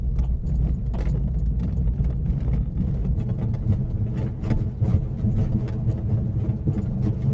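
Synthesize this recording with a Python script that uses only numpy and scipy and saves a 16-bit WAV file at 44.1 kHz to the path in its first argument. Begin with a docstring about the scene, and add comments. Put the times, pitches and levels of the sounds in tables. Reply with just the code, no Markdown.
"""A glider's wheel rolls over a grass airfield and shakes the hollow body, which booms and rumbles.
We listen from inside the closed cockpit while the glider is towed. The tyre bounces in ruts,
panels and linkages clack and shake on the bumps, small metal fittings jingle, and the air
rushes more as speed builds. From about three seconds on, the sound is doubled
a few milliseconds late and turns hollow."""
import sys
import numpy as np
from scipy import signal
from scipy.fft import rfft, irfft, next_fast_len
from scipy.io import wavfile
from scipy.ndimage import uniform_filter1d, map_coordinates

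SR = 44100
rng = np.random.default_rng(int(sys.argv[2]) if len(sys.argv) > 2 else 0)


def store_pcm(level_fs):
    """Save levels as 16-bit WAV."""
    pcm = np.round(np.clip(level_fs, -1, 1) * 32767).astype(np.int16)
    wavfile.write(sys.argv[1], SR, np.atleast_2d(pcm).T)


N = 323253
CONTACT_S = 0.001  # how quickly a hard touch builds up

# Tone colours, from low to high. Each row: frequency in Hz, relative level in dB.
AIR_TONE = [(100, -4.5), (400, 6.5), (1000, -7.5), (2000, -17.5), (4000, -29), (7000, -45)]  # air over the canopy
JINGLE_TONE = [(2000, -14.5), (3900, -11), (4400, -6), (5200, -11.5), (6100, -8.5), (6900, 0), (7500, -4),
               (9000, -10)]  # small metal parts
ROD_TONE = [(400, -7.5), (700, 11), (1200, -3), (1800, -17), (2700, -8), (3100, -3), (3600, -16),
            (4100, -28.5), (8000, -45)]  # a buzzing control rod
PANEL_TONE = [(300, -26.5), (700, 2.5), (1300, 5), (1600, -1), (2050, 1.5), (2600, -4.5), (3000, -4),
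              (4000, -22), (5500, -37.5), (7000, -39)]  # loose panels and trim
KNOCK_TONE = [(150, -32), (350, 3), (650, -6.5), (950, -20.5), (1500, -26.5), (4000, -47.5)]  # the low part of a clack
CLACK_TONE = [(500, -4), (950, 0.5), (1300, 1), (1550, 0), (2050, 5.5), (2500, -3), (3000, -6.5),
              (3550, -6), (4200, -26.5), (9000, -33.5)]  # its middle
SNAP_TONE = [(2000, -22), (3800, 4), (4600, 3), (5500, 1.5), (6800, -2), (9000, -2)]  # its bright top
SHELL_TONE = [(170, -38), (280, 3), (350, -1.5), (480, 1.5), (540, -8), (650, -7), (800, -14.5),
              (1000, -22), (1500, -32.5), (4000, -46)]  # the glider's thin shell
SHELL_RING_TONE = [(270, -18), (322, -0.5), (385, -24.5), (700, -100)]  # the shell's main resonance
HEAVE_TONE = [(8, -23.5), (18, 9), (26, 23.5), (33, 16.5), (41, 31.5), (49, 9), (75, -62.5)]  # the whole airframe moving slowly
THUMP_TONE = [(40, -20.5), (65, 3.5), (85, -5), (105, -1.5), (140, 2), (155, -2), (178, -0.5), (195, -8),
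              (220, -10.5), (260, -19), (330, -36), (600, -92.5)]  # the wheel thumping the hull
MICROPHONE_TONE = [(6900, 0), (7600, -7.5), (8400, -16), (9400, -27.5)]  # the microphone's fading treble

# The notes a struck part rings with. Each row: pitch in Hz, level in dB, seconds to fade by 60 dB.
COVER_NOTES = [(830, 1.5, 0.057), (1250, 4, 0.028), (1850, -0.5, 0.025), (2070, -10, .025),
               (2330, -4.5, .022), (2900, -9.5, 0.03), (3550, -8.5, 0.041)]
ROD_NOTES = [(668, 5, 0.16), (1164, 4, 0.088), (2620, -18, .07), (2940, -12, 0.05), (3370, -9, 0.05)]
PANEL_NOTES = [(628, 2.5, 0.13), (891.5, -2.5, 0.28), (1234, -1.5, 0.071), (1920, -10.5, 0.074),
               (2090, -5.5, 0.026), (2400, -12, 0.03), (2780, -6.5, 0.077), (3600, -10, 0.091)]
HULL_NOTES = [(104, -7.5, 0.024), (150, -6, 0.53), (168, 4.5, 0.045), (213.3, -5.5, 0.17), (305, -3, 0.052),
              (485.4, -12.5, 0.16)]

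# How loud the lasting sounds are. Each row: time in seconds, level in dB.
AIR_LEVELS = [(0, -62.5), (1.5, -60.5), (3.2, -59.5), (5, -55), (7.3, -57)]
BOOM_LEVELS = [(0.0, -26.5), (0.35, -21), (0.42, -47), (0.52, -24.5), (0.74, -21), (0.77, -46), (0.87, -25),
               (1.58, -23), (1.65, -37), (1.89, -17.5), (1.93, -34), (2.11, -20), (2.21, -32.5), (2.3, -19),
               (2.35, -55), (2.42, -24), (2.47, -42), (2.61, -22), (2.71, -36), (3.12, -24.5)]
HEAVE_LEVELS = [(0, -30), (0.55, -30.5), (0.85, -35), (1, -30.5), (1.5, -47), (1.8, -37.5), (3.6, -32.5),
                (3.85, -30), (4.35, -42), (4.55, -23), (4.76, -65), (4.95, -26), (5.13, -36), (5.45, -26.5),
                (5.7, -38.5), (6.7, -42), (7.05, -30.5), (7.3, -46)]

# Single hits on small parts. Each row: start in seconds, level in dB.
CATCH_TICKS = [(5.903, -45), (5.916, -40)]
FITTING_HITS = [(0.246, -50), (0.464, -43.5), (0.49, -48.5), (0.553, -45.5), (0.7, -59), (0.74, -53),
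                (1.087, -38), (1.112, -58), (1.387, -47), (1.766, -49), (3.184, -50.5), (3.207, -54),
                (3.675, -53.5), (4.43, -48), (4.859, -48.5), (4.956, -50.5), (5.311, -47.5), (6.732, -47),
                (6.817, -48.5), (7.055, -63)]
ROD_BUZZES = [(0.226, -36.5), (0.938, -33)]
# A loose cover clatters in runs. Each row: start in seconds, length in seconds, level in dB.
COVER_RUNS = [(0.591, .1, -48.5), (1.859, .035, -43.5), (2.026, .04, -60), (2.128, .018, -43),
              (2.447, .07, -45), (2.558, .03, -35.5), (2.595, .085, -45.5), (2.781, .05, -44),
              (2.885, .03, -57)]
# The loose gear shakes. Each row: start and length in seconds, panel and hard-part levels in dB.
GEAR_SHAKES = [(0.588, 0.17, -70, -73.5), (1.005, .1, -60, -61.5), (2.027, 0.051, -56, -59),
               (2.235, .11, -60.5, -66.5), (2.351, 0.13, -59, -67.5), (2.511, .07, -53.5, -60),
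               (2.738, 0.29, -60, -67.5), (3.66, .13, -62.5, -64.5), (4.113, 0.15, -54.5, -64.5),
               (4.409, 0.099, -51.5, -60), (4.555, 0.1, -59, -63.5), (4.823, .16, -56.5, -60.5),
               (5.166, 0.07, -58, -62.5), (5.34, 0.16, -54, -59.5), (5.581, 0.068, -59, -65.5),
               (6.36, 0.13, -58.5, -71.5), (7.008, 0.084, -50.5, -54), (7.152, 0.17, -67.5, -64.5)]
# The loudest clacks of panels and linkages.
# Each row: start in seconds, level in dB, then the dB added to that for the knock and for the snap.
LOUD_CLACKS = [(0.159, -48.5, 22, 0), (0.188, -32.5, -9, -7.5), (0.308, -51, 10.5, -19),
               (0.492, -51.5, 24.5, -13), (0.8634, -44, -11, -4.5), (0.9365, -36, 0, -6),
               (0.953, -40.5, 19, -27), (0.986, -33.5, 14, -8), (1.006, -30.5, 9, -6),
               (1.021, -34.5, -3, -12), (1.0547, -30.5, 4, -12.5), (1.0704, -35, 8, -19),
               (1.141, -46.5, 23, -20), (1.1544, -49, 21, -29), (1.171, -36.5, 8.5, -20),
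               (1.276, -46, 20, -37), (1.3427, -44, 17, -17), (1.4601, -47, -7, 0), (1.5963, -40, -18, -3),
               (1.6324, -34.5, 6, -10), (1.7245, -41, 6, -6), (1.8724, -41, 15.5, -20),
               (1.935, -45.5, 13, -12), (1.9919, -42, 6, -24), (2.0426, -43, 2.5, -11),
               (2.1023, -39.5, 17, -12), (2.261, -43, 13, -22), (2.299, -45.5, -4, -5),
               (2.324, -48.5, 1, -7), (2.404, -36.5, 8.5, -9), (2.4795, -47, 25.5, -23),
               (2.5331, -35.5, 13, -15), (2.808, -40.5, 5, -9), (2.941, -43, 18.5, -5.5),
               (3.049, -37, 12, -14.5), (3.2013, -36, 10, -18), (3.2904, -37.5, 15.5, -18),
               (3.3862, -43, 17, -8), (3.413, -41, 21, -27), (3.425, -38, -4, -12),
               (3.5384, -39, 15.5, -6.5), (3.7236, -32.5, 5, -13), (3.9, -45, 11.5, -7),
               (4.065, -40.5, 12, -26), (4.1754, -31, -11, -9), (4.2169, -37.5, 9.5, -19),
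               (4.5017, -27, 10, -7.5), (4.9347, -39, 1, -21), (5.3844, -38, 18, -21),
               (5.5214, -43.5, 18, -10), (5.678, -28.5, 6, -12), (5.7244, -46, -5, 1),
               (5.8794, -46.5, 20.5, -9), (5.9754, -41.5, 18, -15), (6.1722, -49.5, 25.5, -18),
               (6.444, -48.5, 24, -19), (6.4911, -41, 15, -22), (6.779, -35.5, 2, -15),
               (6.858, -41.5, 6, -15.5), (7.0586, -40.5, 14, -14), (7.221, -38.5, -1, -16.5)]

# Rolling on even turf. Each row: time in seconds, thump level in dB, rattle level in dB.
EVEN_ROLLING = [(0, -32, -70), (1.5, -29.5, -70), (3.1, -28, -70.5), (4.7, -32.5, -67), (5.6, -28.5, -69),
                (6.3, -28.5, -72), (7.3, -30.5, -64.5)]
# The wheel runs over bumps. Each row: start and length in seconds, thump and rattle levels in dB.
WHEEL_BUMPS = [(0.173, 0.074, -30, -69), (0.431, 0.11, -27, -69), (0.584, .11, -27.5, -58.5),
               (0.929, 0.19, -42, -62), (1.101, 0.14, -35, -71.5), (1.362, 0.029, -31, -68.5),
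               (1.576, 0.12, -36, -60), (1.712, 0.12, -31.5, -67), (1.918, 0.25, -32, -65.5),
               (2.276, 0.2, -29, -66.5), (2.478, 0.067, -26.5, -62.5), (2.779, 0.12, -25, -71.5),
               (2.93, 0.13, -41, -61.5), (3.147, 0.11, -29, -65.5), (3.362, 0.066, -33, -73.5),
               (3.685, 0.054, -25.5, -59), (4.126, 0.14, -28.5, -59.5), (4.413, .1, -31.5, -54.5),
               (4.559, 0.078, -27.5, -71.5), (4.801, .15, -26, -60.5), (5.231, 0.067, -30, -75.5),
               (5.358, 0.11, -30.5, -59.5), (5.523, 0.22, -49, -64.5), (5.853, 0.072, -29, -61.5),
               (6.064, 0.078, -33, -63), (6.339, 0.18, -36, -68), (6.676, 0.14, -31.5, -65),
               (7.034, 0.033, -25.5, -54), (7.23, 0.098, -26.5, -69.5)]
# The wheel goes light for a moment. Each row: middle and half length in seconds, dip in dB.
WHEEL_SKIPS = [(0.408, 0.029, -5.5), (1.455, 0.029, -4), (1.896, 0.03, -3.5), (2.171, 0.023, -3),
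               (2.672, .03, -2.5), (3.249, 0.016, -5.5), (3.614, 0.067, -1.5), (4.35, 0.026, -3),
               (4.768, 0.028, -5.5), (5.17, 0.016, -5.5), (6, 0.039, -1), (6.627, 0.028, -8)]
# The wheel drops into ruts.
# Each row: start in seconds, hull knock in dB, tyre bounce in dB, bounce pitch in Hz.
WHEEL_RUTS = [(0.447, -41, -29, 131.6), (1.064, -23.5, -36, 120), (2.798, -34, -22.5, 145),
              (3.426, -27, -21, 111.6), (3.695, -26.5, -18.5, 109), (4.005, -26, -18, 107.6),
              (4.507, -16.5, -20.5, 126), (4.814, -20.5, -19, 105), (4.941, -26.5, -15, 79.3),
              (5.235, -25.5, -18.5, 118), (5.261, -32, -21.5, 200), (5.389, -28, -18.5, 109.5),
              (5.545, -25, -24, 195), (6.105, -23, -22.5, 95.6), (6.282, -34, -23.5, 101.4),
              (6.355, -32, -19.5, 127), (6.443, -20.5, -26.5, 181), (6.485, -36, -18, 126),
              (6.672, -17.5, -17.5, 139.7), (6.762, -21.5, -21, 201), (7.062, -19, -30, 312),
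              (7.084, -27.5, -17.5, 114.3)]


def amp(db):
    """Turn decibels into a number to multiply by."""
    return 10 ** (np.asarray(db) / 20)


def unit(x):
    """Scale a signal to an average strength (rms) of 1."""
    return x / np.sqrt(np.mean(x ** 2) + 1e-20)


def curves(rows):
    """Join a table's points with lines: one curve for each column after the time."""
    times, *columns = np.transpose(rows)
    return [np.interp(np.arange(N) / SR, times, column) for column in columns]


def wobble(rate):
    """A smooth curve through rate random points a second."""
    points = rng.standard_normal(int(N * rate / SR) + 4)
    return map_coordinates(points, [np.arange(N) * rate / SR])


def gains(tone):
    """Turn a tone colour into a function that gives the gain at any frequency."""
    freqs, db = np.transpose(tone)
    return lambda hz: amp(np.interp(np.log(hz + 1), np.log(freqs), db))


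def filtered(x, response):
    """Turn each frequency in x up or down by the gain that response gives."""
    size = next_fast_len(N + SR // 2)
    return irfft(rfft(x, size) * response(np.fft.rfftfreq(size, 1 / SR)), size)[:N]


def noise(tone):
    """Steady noise with the given tone colour."""
    return unit(filtered(rng.standard_normal(N), gains(tone)))


def contact_noise(tone, colour_db=3):
    """Noise whose colour keeps shifting, as from one touching part to the next."""
    spectrum = signal.stft(rng.standard_normal(N), nperseg=256)[2]
    patches = uniform_filter1d(rng.standard_normal(spectrum.shape), size=3, axis=0)
    patches = uniform_filter1d(patches, size=9, axis=1)
    colour = amp(colour_db * np.clip(unit(patches), -2, 2))
    shifting = signal.istft(spectrum * colour, nperseg=256)[1][:N]
    return unit(filtered(shifting, gains(tone)))


def sustained(x, span):
    """Even out a vibration's strength over span seconds."""
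    size = max(int(span * SR), 3)
    power = uniform_filter1d(uniform_filter1d(x ** 2, size), size)
    return x / np.sqrt(np.abs(power) + 0.00078)


def add(track, start, sound):
    """Mix a sound into the track at start seconds."""
    part = track[max(round(start * SR), 0):][:len(sound)]
    part += sound[:len(part)]


def strike(t, attack, t60):
    """The loudness of a blow: a quick rise, then a fall of 60 dB every t60 seconds."""
    return (1 - np.exp(-t / attack)) * amp(-60 * t / t60)


def ring(notes, attack):
    """One blow on a part rings all its notes, each at a random strength."""
    t = np.arange(SR // 6) / SR
    sound = np.zeros(len(t))
    for hz, db, t60 in notes:
        loudness = amp(db) * (0.5 + rng.random()) * strike(t, attack, t60)
        sound += loudness * np.sin(2 * np.pi * (hz * t + rng.random()))
    return sound


def jolts(rate, spread_db, t60, steady):
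    """The loudness of small random blows, rate a second, on top of a steady share."""
    blows = (rng.random(N) < rate / SR) * amp(spread_db * np.clip(rng.standard_normal(N), -2, 2))
    one_blow = strike(np.arange(SR // 5) / SR, 0.00064, t60)
    energy = np.abs(signal.fftconvolve(blows ** 2, one_blow ** 2)[:N])
    return unit(np.sqrt(energy / energy.mean() + steady))


def air():
    """Air streams over the canopy, louder as the glider gathers speed."""
    return amp(curves(AIR_LEVELS)[0] + 0.9 * wobble(5.9)) * noise(AIR_TONE)


def catch():
    """A small hard catch gives thin, dry ticks."""
    t = np.arange(SR // 20) / SR
    ticks = np.zeros(N)
    for start, db in CATCH_TICKS:
        add(ticks, start - CONTACT_S, amp(db) * strike(t, CONTACT_S / 2, t60=0.0099))
    return ticks * noise(JINGLE_TONE)


def cover(taps_per_s=51.4):
    """A loose, hollow cover clatters in runs of uneven dry taps."""
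    t = np.arange(SR // 6) / SR
    ringing, ticks = np.zeros((2, N))
    for start, length, db in COVER_RUNS:
        for k, (late, size) in enumerate(rng.standard_normal((8, 2))):
            if k < length * taps_per_s:
                at = start + (k + 0.22 * late) / taps_per_s
                tap_db = db + 3 * np.clip(size, -1, 1)
                add(ringing, at, amp(tap_db - 12) * ring(COVER_NOTES, attack=CONTACT_S / 2))
                add(ticks, at, amp(tap_db - 9) * strike(t, CONTACT_S / 2, t60=0.011))
    return ringing + ticks * noise(CLACK_TONE)


def metal_parts(jingle_hz=6870, gap_s=0.01, loss_db=7):
    """Fittings bounce three times, ringing faintly; a hollow control rod buzzes in its guide."""
    t = np.arange(SR // 4) / SR
    jingle, ringing, rod = np.zeros((3, N))
    for start, db in FITTING_HITS:
        for k, (late, detune) in enumerate(rng.standard_normal((3, 2))):
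            at = start + gap_s * (k + np.tanh(late) * k / 10)
            touch_db = db - loss_db * k
            note = (jingle_hz * (1 + 0.03 * detune), 0, 0.05)
            add(jingle, at - CONTACT_S, amp(touch_db - 5) * strike(t, 0.003, t60=0.05))
            add(ringing, at, amp(touch_db - 12) * ring([note], attack=2 * CONTACT_S))
    for start, db in ROD_BUZZES:
        add(rod, start, amp(db - 1) * strike(t, 0.0075, t60=0.11))
        add(ringing, start, amp(db - 14) * ring(ROD_NOTES, attack=0.0045))
    sound = jingle * contact_noise(JINGLE_TONE) + ringing + rod * noise(ROD_TONE)
    return sound * amp(2.5 * wobble(500))  # a fast flicker roughens it


def loose_gear():
    """Rough ground shakes all the loose gear: countless touches swell into a clatter and die down."""
    t = np.arange(N) / SR
    panels, hard_parts = np.zeros((2, N))
    for start, length, panel_db, hard_db in GEAR_SHAKES:
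        swell = np.sin(np.pi * np.clip((t - start) / length, 0, 1))
        panels += amp(panel_db) * swell
        hard_parts += amp(hard_db) * swell
    touches = jolts(rate=330, spread_db=4, t60=0.018, steady=0.16)
    return touches * (panels * contact_noise(PANEL_TONE) + hard_parts * contact_noise(SNAP_TONE))


def trim_chatter(rattle_db, taps_per_s=52):
    """Loose trim hops about once per cycle of the boom; small hard parts scratch in between."""
    hop_count = np.floor(np.cumsum(taps_per_s * np.exp(0.23 * wobble(40))) / SR)
    landings = np.diff(hop_count, prepend=0) * amp(4.6 * np.clip(wobble(45), -1.5, 1.5))
    one_tap = strike(np.arange(SR // 5) / SR, CONTACT_S, t60=0.045)
    taps = signal.fftconvolve(landings, one_tap)[:N]
    trim = amp(rattle_db - 0.5) * unit(unit(taps) + 0.14) * contact_noise(PANEL_TONE)
    scratches = jolts(rate=110, spread_db=3, t60=0.06, steady=0.12) * contact_noise(SNAP_TONE)
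    scratch_db = -74 + 0.6 * (rattle_db - rattle_db.mean())
    return trim + amp(scratch_db) * scratches


def light_clacks(rattle_db, clacks_per_s=2.2, tries=120):
    """Rows like LOUD_CLACKS for light touches at random moments, stronger where the ride is rough."""
    rows = []
    for when, chance, softness, knock, snap in rng.random((tries, 5)):
        if chance * tries < clacks_per_s * N / SR:
            rough_db = rattle_db[int(when * N)] - rattle_db.mean()
            db = -49 + 0.24 * rough_db - 10 * softness
            rows.append((when * N / SR, db, 9 + 12 * knock, -31 + 22 * snap))
    return rows


def clacks(rattle_db, rebound=0.16, gap_s=0.0045):
    """Each panel or linkage cracks, knocks, snaps and rings at its own pitch, then falls back once."""
    t = np.arange(SR // 6) / SR
    knock, clack, snap, ringing = np.zeros((4, N))
    buzz = amp(1.2 * wobble(350))  # the surfaces touch many times within a clack
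    knock_noise = sustained(noise(KNOCK_TONE), span=0.008)
    clack_noise, snap_noise = contact_noise(CLACK_TONE), contact_noise(SNAP_TONE)
    for start, db, knock_db, snap_db in list(LOUD_CLACKS) + light_clacks(rattle_db):
        hit_at = start - CONTACT_S
        rebound_at = start + gap_s * (0.5 + rng.random())
        fade_s = 0.042 * amp(0.05 * (db + 44.5))  # hard hits rattle on for longer
        add(knock, hit_at, amp(db + knock_db - 11.5) * strike(t, CONTACT_S, t60=0.09))
        add(clack, hit_at, amp(db - 9.5) * strike(t, CONTACT_S / 2, t60=0.002))  # the first crack
        for at, size in [(hit_at, 1), (rebound_at, rebound)]:
            add(clack, at, size * amp(db - 11) * strike(t, CONTACT_S, fade_s))
            add(snap, at, size * amp(db + snap_db - 6.5) * strike(t, CONTACT_S, 1.34 * fade_s))
        pitch = np.exp(0.056 * rng.standard_normal())
        notes = [(hz * pitch, level, t60) for hz, level, t60 in PANEL_NOTES]
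        add(ringing, hit_at, amp(db - 15.5) * ring(notes, attack=CONTACT_S))
    return knock * knock_noise + ringing + buzz * (clack * clack_noise + snap * snap_noise)


def shell_ring(thump_db, growth_db_per_s=0.79):
    """Faster rolling stirs up the shell's main resonance, which swells with each bump."""
    level_db = thump_db - 27 + growth_db_per_s * np.arange(N) / SR
    return amp(level_db) * sustained(noise(SHELL_RING_TONE), span=0.096)


def ruts(bounce_rise_s=0.0098):
    """In a rut the tyre bounces a few times, while the knock rings the hull and thuds on the shell."""
    t = np.arange(SR // 4) / SR
    ringing, thud = np.zeros((2, N))
    bounce = t / bounce_rise_s * np.exp(1 - t / bounce_rise_s)
    for start, knock_db, bounce_db, bounce_hz in WHEEL_RUTS:
        add(ringing, start, amp(bounce_db) * bounce * np.sin(2 * np.pi * bounce_hz * t))
        add(ringing, start - 2 * CONTACT_S, amp(knock_db - 1) * ring(HULL_NOTES, attack=0.0041))
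        add(thud, start, amp(knock_db - 9) * strike(t, 0.017, t60=0.1))
    return ringing + thud * noise(SHELL_TONE)


def cockpit_boom(centre_hz=56, width_hz=7.2):
    """The closed cockpit keeps ringing at its lowest natural pitch."""
    def resonance(hz):
        damping = 1j * hz * width_hz
        return (damping / (centre_hz ** 2 - hz ** 2 + damping)) ** 2

    boom = unit(filtered(rng.standard_normal(N), resonance))
    return amp(curves(BOOM_LEVELS)[0]) * sustained(boom, span=0.084)


def ride(thump_rise_s=0.0071, rattle_rise_s=0.054, settle_s=0.025):
    """Thump and rattle levels in dB: they swell on bumps and dip where the wheel goes light."""
    t = np.arange(N) / SR
    age = t[:SR // 2]
    thump_power, rattle_power = amp(curves(EVEN_ROLLING)) ** 2
    for start, length, thump_db, rattle_db in WHEEL_BUMPS:
        settle = np.exp(-np.maximum(age - length, 0) / settle_s)
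        add(thump_power, start, (amp(thump_db) * np.clip(age / thump_rise_s, 0, 1) * settle) ** 2)
        # loose parts take longer to get going than the hull
        add(rattle_power, start, (amp(rattle_db) * np.clip(age / rattle_rise_s, 0, 1) * settle) ** 2)
    dip_db = sum(db * np.exp(-((t - middle) / half) ** 2) for middle, half, db in WHEEL_SKIPS)
    return 10 * np.log10([thump_power, rattle_power]) + dip_db


def wheel_rumble(thump_db, rattle_db, growth_db_per_s=0.46):
    """The wheel heaves the airframe, thumps the hull and drums the shell at every tuft of grass."""
    heave = amp(curves(HEAVE_LEVELS)[0]) * sustained(noise(HEAVE_TONE), span=0.17)
    tufts_db = 1.77 * wobble(22)
    thump = amp(thump_db + 1.75 + tufts_db) * sustained(noise(THUMP_TONE), span=0.043)
    drumming = noise(SHELL_TONE) * jolts(rate=95, spread_db=-0.5, t60=0.11, steady=0.63)
    speed_db = growth_db_per_s * np.arange(N) / SR  # the shell drums harder with speed
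    shell_db = 0.49 * thump_db + 0.51 * rattle_db + 1 + speed_db
    return heave + thump + amp(shell_db) * sustained(drumming, span=0.08)


def scene():
    """Everything heard in the cockpit; the ride over the turf shakes the body and its loose parts."""
    thump_db, rattle_db = ride()
    body = wheel_rumble(thump_db, rattle_db) + shell_ring(thump_db) + cockpit_boom() + ruts()
    rush = air()
    rattles = loose_gear() + metal_parts() + trim_chatter(rattle_db) + clacks(rattle_db)
    return (body + rush + rattles + cover() + catch())[None]


def record(dry, double_from_s=3.15, lag_s=0.00929, copy_gain=0.84, top_hz=9500):
    """A late copy joins in, hollowing the sound and thinning the boom; the microphone dulls the top."""
    sound = dry[0]
    fade_in = np.clip((np.arange(N) / SR - double_from_s) / 0.027, 0, 1)
    late_copy = np.pad(sound, (round(lag_s * SR), 0))[:N]
    doubled = sound + fade_in * copy_gain * late_copy
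    return filtered(doubled, lambda hz: gains(MICROPHONE_TONE)(hz) * (hz < top_hz))[None]


dry = scene()
out = record(dry)
store_pcm(out)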